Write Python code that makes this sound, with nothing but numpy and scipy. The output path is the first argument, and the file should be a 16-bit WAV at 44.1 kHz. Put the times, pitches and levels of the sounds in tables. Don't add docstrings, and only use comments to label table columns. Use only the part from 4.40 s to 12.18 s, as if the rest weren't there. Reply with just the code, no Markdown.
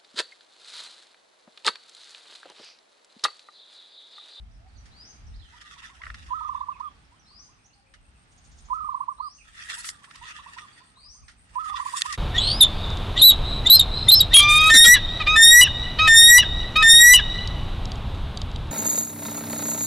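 import sys
import numpy as np
from scipy import signal
from scipy.fft import rfft, irfft, next_fast_len
from scipy.io import wavfile
from scipy.ndimage import uniform_filter1d, map_coordinates

SR = 44100
rng = np.random.default_rng(int(sys.argv[2]) if len(sys.argv) > 2 else 0)


def dump(signal):
    limited = np.clip(np.atleast_2d(signal).T, -1, 1)
    pcm = np.round(limited * 32767).astype(np.int16)
    wavfile.write(sys.argv[1], SR, pcm)


N = 342944


def amp(db):
    return 10 ** (np.asarray(db) / 20)


def unit(x):
    return x / np.sqrt(np.mean(x ** 2) + 1e-20)


def clock():
    return np.arange(N) / SR


def along(points, hz):
    f, v = np.transpose(points)
    return np.interp(np.log(hz + 1), np.log(f + 1), v)


def gains(rows):
    s, *columns = np.transpose(rows)
    return [amp(np.interp(clock(), s, c, left=-np.inf, right=-np.inf)) for c in columns]


def wobble(rate):
    knots = rng.standard_normal(int(N * rate / SR) + 4)
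    return map_coordinates(knots, [clock() * rate])


def filtered(x, response):
    m = next_fast_len(N + SR // 2)
    return irfft(rfft(x, m) * response(np.fft.rfftfreq(m, 1 / SR)), m)[..., :N]


# (frequency [Hz], correlation [-1 to 1])
COHERENCE = [(25, .5), (70, .72), (300, .5), (700, .1), (1400, -.35), (3000, .05), (10000, 0)]


def stereo(pair, spectrum):
    def blend(hz):
        angle = np.arccos(np.clip(along(COHERENCE, hz), -1, 1)) / 2
        return amp(along(spectrum, hz)) * [np.cos(angle), np.sin(angle)]

    mid, side = filtered(pair, blend)
    return unit(np.array([mid + side, mid - side]))


def panned(x, pan_db):
    return x * amp([[pan_db / 2], [-pan_db / 2]])


# (frequency [Hz], time to fall by 60 dB [s])
TREE_DECAY = [(500, 0.24), (1200, 0.36), (5000, 0.53), (10000, 0.079)]


def placed(x, pan_db, lag_ms, wet_db):
    f, t, z = signal.stft(rng.standard_normal((2, SR // 2)), SR, nperseg=256)
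    decay = amp(-60 * t / along(TREE_DECAY, f)[:, None])
    tail = signal.istft(z * decay, SR, nperseg=256)[1]
    tail = tail / np.linalg.norm(tail[0])
    echo = signal.fftconvolve(x[None], tail, axes=1)[:, :N]
    direct = filtered(x, lambda hz: np.exp(np.outer([-1j, 1j], np.pi * hz * lag_ms / 1000)))
    return panned(direct, pan_db) + amp(wet_db) * echo


def sing(notes, fade, sag_db, jitter, flutter_db, swell_db=0):
    t, pitch, level, voiced = clock(), np.zeros(N), np.zeros(N), np.zeros(N)
    for s, length, start_hz, middle_hz, end_hz, db in notes:
        span = slice(int(s * SR), int((s + length) * SR))
        u = (t[span] - s) / length
        pitch[span] = (start_hz * (1 - u) * (1 - 2 * u)
                       + middle_hz * 4 * u * (1 - u)
                       + end_hz * u * (2 * u - 1))
        fallen = np.clip((middle_hz - pitch[span]) / (abs(middle_hz - end_hz) + 100), 0, 1)
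        level[span] = amp(db - swell_db * (1 - u) - sag_db * u * u * fallen)
        voiced[span] = 1
    pitch = np.interp(t, t[voiced > 0], pitch[voiced > 0]) * (1 + jitter * wobble(300))
    window = np.hanning(int(fade * SR) + 3)
    level = signal.fftconvolve(level, window / window.sum(), "same") * amp(flutter_db * wobble(90))
    return np.sqrt(2) * level * np.sin(2 * np.pi * np.cumsum(pitch) / SR)


# (time [s], relative level [dB])
RUMBLE_LEVEL = [(0.0, -44), (0.04, -45), (0.3, -53.5), (0.37, -43.5), (0.69, -67), (0.86, -40.5),
                (0.95, -40), (1.28, -66), (1.36, -58), (1.54, -61), (1.75, -43), (1.95, -52.5),
                (3.51, -70.5), (3.61, -52.5), (3.81, -69.5), (4.12, -53), (4.4, -60.5), (4.44, -49.5),
                (4.55, -69), (5.52, -56), (5.7, -77), (5.83, -47.5), (5.89, -75), (5.91, -63),
                (6.56, -72.5), (6.69, -52), (6.73, -72), (6.84, -43.5), (6.91, -60), (7.3, -62),
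                (7.32, -48), (7.62, -73), (7.69, -52), (7.78, -61)]
# (frequency [Hz], relative density [dB per Hz])
RUMBLE_COLOUR = [(12, -36), (20, -12.5), (48, 5), (64, 5.5), (108, -11), (300, -30), (390, -63),
                 (660, -120)]
# (frequency [Hz], relative density [dB per Hz])
HUSH_COLOUR = [(59, -15.5), (100, 0.5), (258, -6), (370, -13), (447, -12.5), (497, -16), (843, -9),
               (998, -13.5), (1290, -10), (4960, -21), (6810, -25.5), (8410, -29), (11100, -34.5),
               (12600, -65), (15500, -59)]


def air(lumps_db=2.5):
    lumps = amp(lumps_db * wobble(11))
    rumble = gains(RUMBLE_LEVEL)[0] * lumps * stereo(rng.standard_normal((2, N)), RUMBLE_COLOUR)
    hush = amp(-61.5 + 2.6 * wobble(3.183)) * stereo(rng.standard_normal((2, N)), HUSH_COLOUR)
    return panned(amp(-0.14) * rumble + hush, pan_db=-1.1)


# (time [s], level [dB])
INSECT_LEVEL = [(0, -81), (1, -76), (3.2, -74), (4.1, -66), (5, -65), (6, -63), (7.8, -63)]
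CALM_RATE, EAGER_RATE, EAGER_S = 6.52, 7.44, 3.53


def insect(tick_rate=115, centre_hz=8570, width_hz=300, glide_hz=90):
    t = clock()
    turn = 2 * np.pi * (CALM_RATE * t + (EAGER_RATE - CALM_RATE) * np.maximum(t - EAGER_S, 0))
    throb = np.abs(np.cos(turn / 2)) ** .8
    ticks = 1.7 ** np.cos(2 * np.pi * np.cumsum(tick_rate * (1 + .02 * wobble(8))) / SR)
    band = filtered(rng.standard_normal((2, N)), lambda hz: 1 / (1 + (hz / width_hz) ** 2))
    ring = band * np.cos(2 * np.pi * np.cumsum(centre_hz + glide_hz * np.sin(turn)) / SR)
    return panned(unit(ring * ticks) * throb * gains(INSECT_LEVEL)[0], pan_db=3)


def chorus(count=70):
    s, length, hz, glide, db = rng.random((5, count))
    start = (np.arange(count) + s / 2) * (N / SR - .1) / count
    hz = 2300 + 3200 * hz * hz
    glide = 1 + 0.23 * (glide - .5)
    notes = np.transpose([start, .02 + .035 * length, hz / glide, hz, hz * glide, -77.5 + 6 * db])
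    return sing(notes, fade=.012, sag_db=2, jitter=.05, flutter_db=3)


# (time where the slide breaks into the flick [s], relative level [dB])
WHISTLE_NOTES = [(.636, -54), (2.976, -55), (4.898, -56.5), (6.682, -53.5)]
# (time [s], length [s], start pitch [Hz], end pitch [Hz], relative level [dB])
CHIRP_NOTES = [(.11, 0.019, 4650, 6300, -69.5), (.28, 0.024, 4640, 4250, -65),
               (0.349, 0.034, 4800, 4110, -62), (0.372, 0.052, 6550, 5520, -68),
               (0.866, .025, 6200, 5200, -62), (.94, .03, 3850, 5320, -63.5), (.995, .035, 4100, 3920, -57),
               (1.016, 0.055, 3480, 2960, -59.5), (2.319, 0.053, 2800, 2180, -61.5),
               (2.44, 0.051, 3370, 3320, -66), (2.793, .1, 6000, 4940, -67.5),
               (3.242, 0.024, 5480, 6290, -63), (3.331, .02, 4150, 5300, -65),
               (4.983, 0.047, 2890, 2185, -57.5), (6.326, .02, 4670, 4350, -61),
               (6.366, .02, 4730, 4400, -59), (6.395, 0.024, 4900, 4400, -64)]
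SLIDE_S, SLIDE_HZ, SLIDE_SWELL_DB = .125, (3750, 4600, 5040), 11.5
FLICK_S, FLICK_HZ, FLICK_DB = .075, (5156, 5990, 6455), -2


def small_birds():
    slides = [(s - SLIDE_S, SLIDE_S, *SLIDE_HZ, db) for s, db in WHISTLE_NOTES]
    flicks = [(s, FLICK_S, *FLICK_HZ, db + FLICK_DB) for s, db in WHISTLE_NOTES]
    glides = [(s, length, start, (start + end) / 2, end, db) for s, length, start, end, db in CHIRP_NOTES]
    whistles = sing(slides, fade=.014, sag_db=0, jitter=.02, flutter_db=2.5, swell_db=SLIDE_SWELL_DB)
    whistles = whistles + sing(flicks, fade=.014, sag_db=0, jitter=.014, flutter_db=2)
    chirps = sing(glides, fade=.012, sag_db=0, jitter=.035, flutter_db=3)
    return (amp(-1) * placed(whistles, pan_db=6.5, lag_ms=0.044, wet_db=0)
            + amp(-4.5) * placed(chirps, pan_db=-10, lag_ms=0, wet_db=0)
            + amp(-1) * placed(chorus(), pan_db=0, lag_ms=0, wet_db=-3.5))


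# (time of the peak [s], level [dB])
SCOLD_NOTES = [(3.925, -68), (3.987, -64), (4.055, -62), (4.125, -61), (4.191, -59), (4.26, -61.5),
               (4.35, -65.5)]


def scolding(length=0.0091):
    level = sum(amp(db) * np.exp(-.5 * ((clock() - s) / length) ** 2) for s, db in SCOLD_NOTES)
    # (frequency [Hz], relative level [dB])
    colour = [(2000, -55.0), (3500, -10.5), (5000, -9), (6500, -2), (7600, -13), (9000, -42)]
    rasp = filtered(rng.standard_normal(N), lambda hz: amp(along(colour, hz)))
    return placed(level * unit(rasp), pan_db=-6, lag_ms=0, wet_db=-3)


def crackle(rate, spread_db, hiss, patchy_db):
    slips = (rng.random((2, N)) < rate / SR) * rng.standard_normal((2, N))
    sizes = amp(spread_db * np.minimum(rng.exponential(size=(2, N)), 2))
    z = signal.stft(unit(slips * sizes) + hiss * rng.standard_normal((2, N)), nperseg=512)[2]
    patches = uniform_filter1d(rng.standard_normal(z.shape[1:]), size=4, axis=0)
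    patches = uniform_filter1d(patches, size=7, axis=1)
    return signal.istft(z * amp(patchy_db * unit(patches)), nperseg=512)[1][:, :N]


# (time of the peak [s], rise [s], fall [s], # relative rub level [dB], relative
# crisp level [dB])
BRUSH_STROKES = [(1.36, .33, 0.14, -50.5, -65.5), (1.455, 0.095, 0.055, -49, -67),
                 (1.781, 0.6, 0.59, -57, -69.5), (5.223, .12, .05, -44, -59),
                 (5.311, 0.046, 0.15, -39.5, -53), (5.409, 0.17, 0.014, -48.5, -43.5),
                 (5.48, 0.041, 0.031, -42, -34), (5.89, 0.12, 0.18, -45, -62),
                 (6.165, 0.12, 0.16, -53, -72), (6.36, 0.11, 0.21, -61.5, -74),
                 (7.3, 0.22, 0.019, -54.5, -60), (7.372, 0.091, 0.14, -48, -62.5),
                 (7.5, .1, 0.11, -46, -45), (7.584, 0.039, 0.038, -39, -35), (7.662, 0.02, 0.044, -40, -44),
                 (7.743, 0.11, 0.019, -37.5, -45)]
BRUSH_DROP_DB, BRUSH_SHAPE = 18.5, 1.31
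# (from [s], to [s])
CONTACTS = [(5.05, 6.3), (7.18, 7.76)]
TOUCH_RUB_DB, TOUCH_CRISP_DB, TOUCH_FADE_S = -63, -68.5, .06


def brushing():
    t = clock()
    touch = sum(np.clip(np.minimum(t - start, end - t) / TOUCH_FADE_S + .5, 0, 1)
                for start, end in CONTACTS)
    power = (amp([[TOUCH_RUB_DB], [TOUCH_CRISP_DB]]) * touch) ** 2
    for s, rise, fall, rub_db, crisp_db in BRUSH_STROKES:
        away = np.abs(np.maximum((s - t) / rise, (t - s) / fall))
        swell = amp(-BRUSH_DROP_DB * np.minimum(away, 10) ** BRUSH_SHAPE)
        power += (amp([[rub_db], [crisp_db]]) * swell) ** 2
    return np.sqrt(power)


# (frequency [Hz], relative density [dB per Hz])
RUB_COLOUR = [(700, -27), (1100, -9.5), (1300, 5), (1550, -2), (1880, 10), (2200, -7), (2700, 1),
              (3100, -5), (3500, 2), (4100, -9.5), (6000, -10), (9000, -25), (12000, -48)]
# (frequency [Hz], relative density [dB per Hz])
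CRISP_COLOUR = [(2500, -40.5), (4500, 1.5), (6000, -2), (7500, 3.5), (10000, 1.5), (11300, -20),
                (12500, -23.5), (14300, -18), (15600, -58)]


def rustle():
    rub, crisp = brushing()
    catches = unit(amp(2.9 * wobble(60)))
    papery = crackle(rate=1500, spread_db=0.5, hiss=0.79, patchy_db=3.5)
    brittle = crackle(rate=5000, spread_db=2.0, hiss=0.34, patchy_db=3.5)
    body = rub * stereo(papery, RUB_COLOUR) * amp(5.5)
    edge = crisp * stereo(brittle, CRISP_COLOUR) * amp(3.5)
    return catches * (body + edge)


# (time [s], relative peak level [dB], treble tilt [dB],
# time to fall by 60 dB [s])
TWIG_SNAPS = [(0.457, -43, -1, 0.15), (1.214, -35.5, 0, .07), (1.619, -24.5, -29, 0.028),
              (1.637, -23.5, -38, .04), (1.656, -28, -18, 0.012), (1.668, -21.5, -37, 0.023),
              (1.703, -19.5, -34, .022), (1.745, -25.5, -10.5, .04), (2.399, -43.5, -4, .11),
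              (3.54, -37, -7, 0.088), (5.319, -23, -7, .023), (5.445, -24.5, -6, 0.094),
              (5.473, -32, 2, .013), (5.491, -14, 9, 0.0099), (5.644, -32.5, -11, 0.06),
              (5.711, -29.5, -13.5, 0.031), (5.758, -29, 0, 0.039), (6.185, -22.5, -20, .04),
              (6.883, -35.5, -5, 0.18), (7.611, -17, 4, .028), (7.727, -15.5, 11, .038)]
# (frequency [Hz], relative density [dB per Hz])
TWIG_COLOUR = [(600, -58), (1100, -4), (1350, 6), (1600, 0), (1900, 9.5), (2400, -3.5), (3500, 1),
               (5500, 0), (7500, -7.5), (10000, -10.5), (11500, -32), (15000, -44)]


def snaps():
    out, size, lead = np.zeros((2, N + SR)), 4096, 256
    t, hz = (np.arange(size) - lead) / SR, np.fft.rfftfreq(size, 1 / SR)
    for s, db, treble_db, t60 in TWIG_SNAPS:
        tilt = treble_db * along([(2000, 0), (7000, 1)], hz)
        colour = amp(along(TWIG_COLOUR, hz) + tilt)
        noise = rng.standard_normal((2, size)) + rng.standard_normal(size) / 2
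        envelope = amp(-60 * np.maximum(t / t60, -t / .01))
        burst = unit(irfft(rfft(noise) * colour)) * envelope
        first = round(s * SR) - lead
        out[:, first:first + size] += amp(db - 11) * burst
    return out[:, :N]


# (frequency [Hz], relative level [dB], time to fall by 60 dB [s])
STEM_MODES = [(1865, -18.5, 0.02), (2700, -12, 0.0065), (3590, -9.5, 0.012), (4570, -8.5, 0.0052),
              (6950, -11, 0.0071), (10000, -16.5, 0.0067), (13500, -34, 0.0059)]
CRACK_S = 7.6195


def crack():
    t = np.maximum(clock() - CRACK_S, 0)
    ring = 0
    for hz, db, t60 in STEM_MODES:
        phase = rng.uniform(0, 2 * np.pi, (2, 1))
        ring = ring + amp(db - 60 * t / t60) * np.sin(2 * np.pi * hz * t + phase)
    onset = 1 - np.exp(-t / .0002)
    high_pass = signal.butter(4, 1700, "high", fs=SR, output="sos")
    return panned(signal.sosfilt(high_pass, ring * onset) * amp(-0.4), pan_db=-2.0)


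# (frequency [Hz], left minus right [dB])
NEAR_SHADING = [(1000, -3), (2400, -1), (3800, -2.5), (5500, -6.5), (8000, 1), (12000, 8.5)]


def undergrowth():
    close = rustle() + snaps() + crack()
    return filtered(close, lambda hz: amp(np.outer([.5, -.5], along(NEAR_SHADING, hz))))


THROAT_HZ, NEAR_WIDTH_HZ = 1012, 76
FAR_WIDTH_HZ = 200


def throat(tone, width_hz):
    return filtered(tone, lambda f: 1j * f * width_hz / (THROAT_HZ ** 2 - f * f + 1j * f * width_hz))


LOW_HZ, TOP_NOTE_HZ, ARCH_HZ, END_HZ = 907, 1285, 1166, 1060
SCOOP_S, SHORT_NOTE_S, LAST_NOTE_S = .03, .036, .092
LAST_GAP_S, GAP_SHARE = .102, .73


def answer(s, hold, count, ratio, db, scoop_db=2.0, held_db=-2, last_db=-.5, sag_hz_per_s=480):
    low, top, arch, end = ratio * np.array([LOW_HZ, TOP_NOTE_HZ, ARCH_HZ, END_HZ])
    gaps = LAST_GAP_S * GAP_SHARE ** np.arange(round(count) - 1)[::-1]
    onsets = s + hold + np.append(0, np.cumsum(gaps))
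    sag = sag_hz_per_s * hold
    return [(s, SCOOP_S, low, (low + end) / 2, end, db + scoop_db),
            (s + SCOOP_S, hold - SCOOP_S, top, top - .3 * sag, top - sag, db + held_db),
            *[(at, SHORT_NOTE_S, low, arch, end, db) for at in onsets[:-1]],
            (onsets[-1], LAST_NOTE_S, low, top - sag / 2, end, db + last_db)]


# (time [s], delay to the first short note [s], notes in the stutter,
# pitch ratio, relative level [dB])
FAR_PHRASES = [(1.125, 0.24, 4, 0.96, -57.5), (2.005, 0.17, 3, 1.017, -48.5), (2.72, 0.19, 3, 1.026, -64.5),
               (5.365, .253, 4, .98, -59), (5.814, .174, 3, 1, -48), (6.4, .17, 3, 1.02, -62.5)]
# (time [s], length [s], start, middle and end pitch [Hz], relative level [dB])
DEEP_NOTES = [(.04, .14, 720, 660, 638, -73), (.2, 0.094, 639, 720, 754, -62.5),
              (1.53, 0.16, 773, 660, 590, -65.5), (3.25, .16, 860, 831, 795, -69),
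              (3.43, 0.16, 549.5, 535, 610, -71.5), (7.29, 0.032, 770, 822, 833, -50.5)]


def far_doves():
    notes = [note for phrase in FAR_PHRASES for note in answer(*phrase)]
    trills = throat(sing(notes, fade=.015, sag_db=3, jitter=.007, flutter_db=3), FAR_WIDTH_HZ)
    deep = sing(DEEP_NOTES, fade=.03, sag_db=2, jitter=.04, flutter_db=3)
    return (amp(0.14) * placed(trills, pan_db=-10.5, lag_ms=0.2, wet_db=-5)
            + amp(-6.5) * placed(deep, pan_db=0, lag_ms=0, wet_db=1.0))


# (time from its start [s], length [s],
# start, middle and end pitch [Hz], relative level [dB])
COO_PHRASE = [(.004, 0.0294, 944.6, 1006, 1020, -19), (0.033, 0.0432, 1137, 1300, 1225, -9),
              (0.076, 0.0327, 1212, 1311, 1210, -11.5), (0.108, .036, 1193, 1275, 1162, -10.5),
              (0.147, 0.037, 1130, 1252, 1096, -11), (0.19, .042, 994, 1209, 1000, -14.5),
              (0.245, .036, 922, 1185, 1015, -15), (.305, .036, 895, 1180, 1020, -16.5),
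              (0.383, .044, 920, 1186, 1047, -16), (0.501, .030, 908, 1164, 1258, -18.5),
              (.530, .055, 1261, 1215, 1107, -14.5)]
# (time [s], relative level [dB])
COO_TIMES = [(1.901, -3), (4.298, -1.5), (7.151, -2)]


def near_dove(breath_db=-24):
    notes = [(s + at, *pitches, db + note_db)
             for s, db in COO_TIMES for at, *pitches, note_db in COO_PHRASE]
    coo = throat(sing(notes, fade=.011, sag_db=16, jitter=.003, flutter_db=.8), NEAR_WIDTH_HZ)
    puffs = sum(amp(db) * np.exp(-.5 * ((clock() - s + .007) / .007) ** 2)
                for s, _, start_hz, *_, db in notes if start_hz < THROAT_HZ)
    hoarse = unit(filtered(rng.standard_normal(N), lambda f: np.exp(-.5 * ((f - 1090) / 140) ** 2)))
    voice = amp(-6) * (coo + amp(breath_db) * puffs * hoarse)
    return placed(voice, pan_db=-10.5, lag_ms=.28, wet_db=-20)


def scene():
    background = air() + insect() + small_birds() + scolding()
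    return background + amp(0.22) * undergrowth() + far_doves() + near_dove()


def record(dry, top_hz=15600):
    return filtered(dry, lambda hz: hz < top_hz)


dry = scene()
out = record(dry)
dump(out)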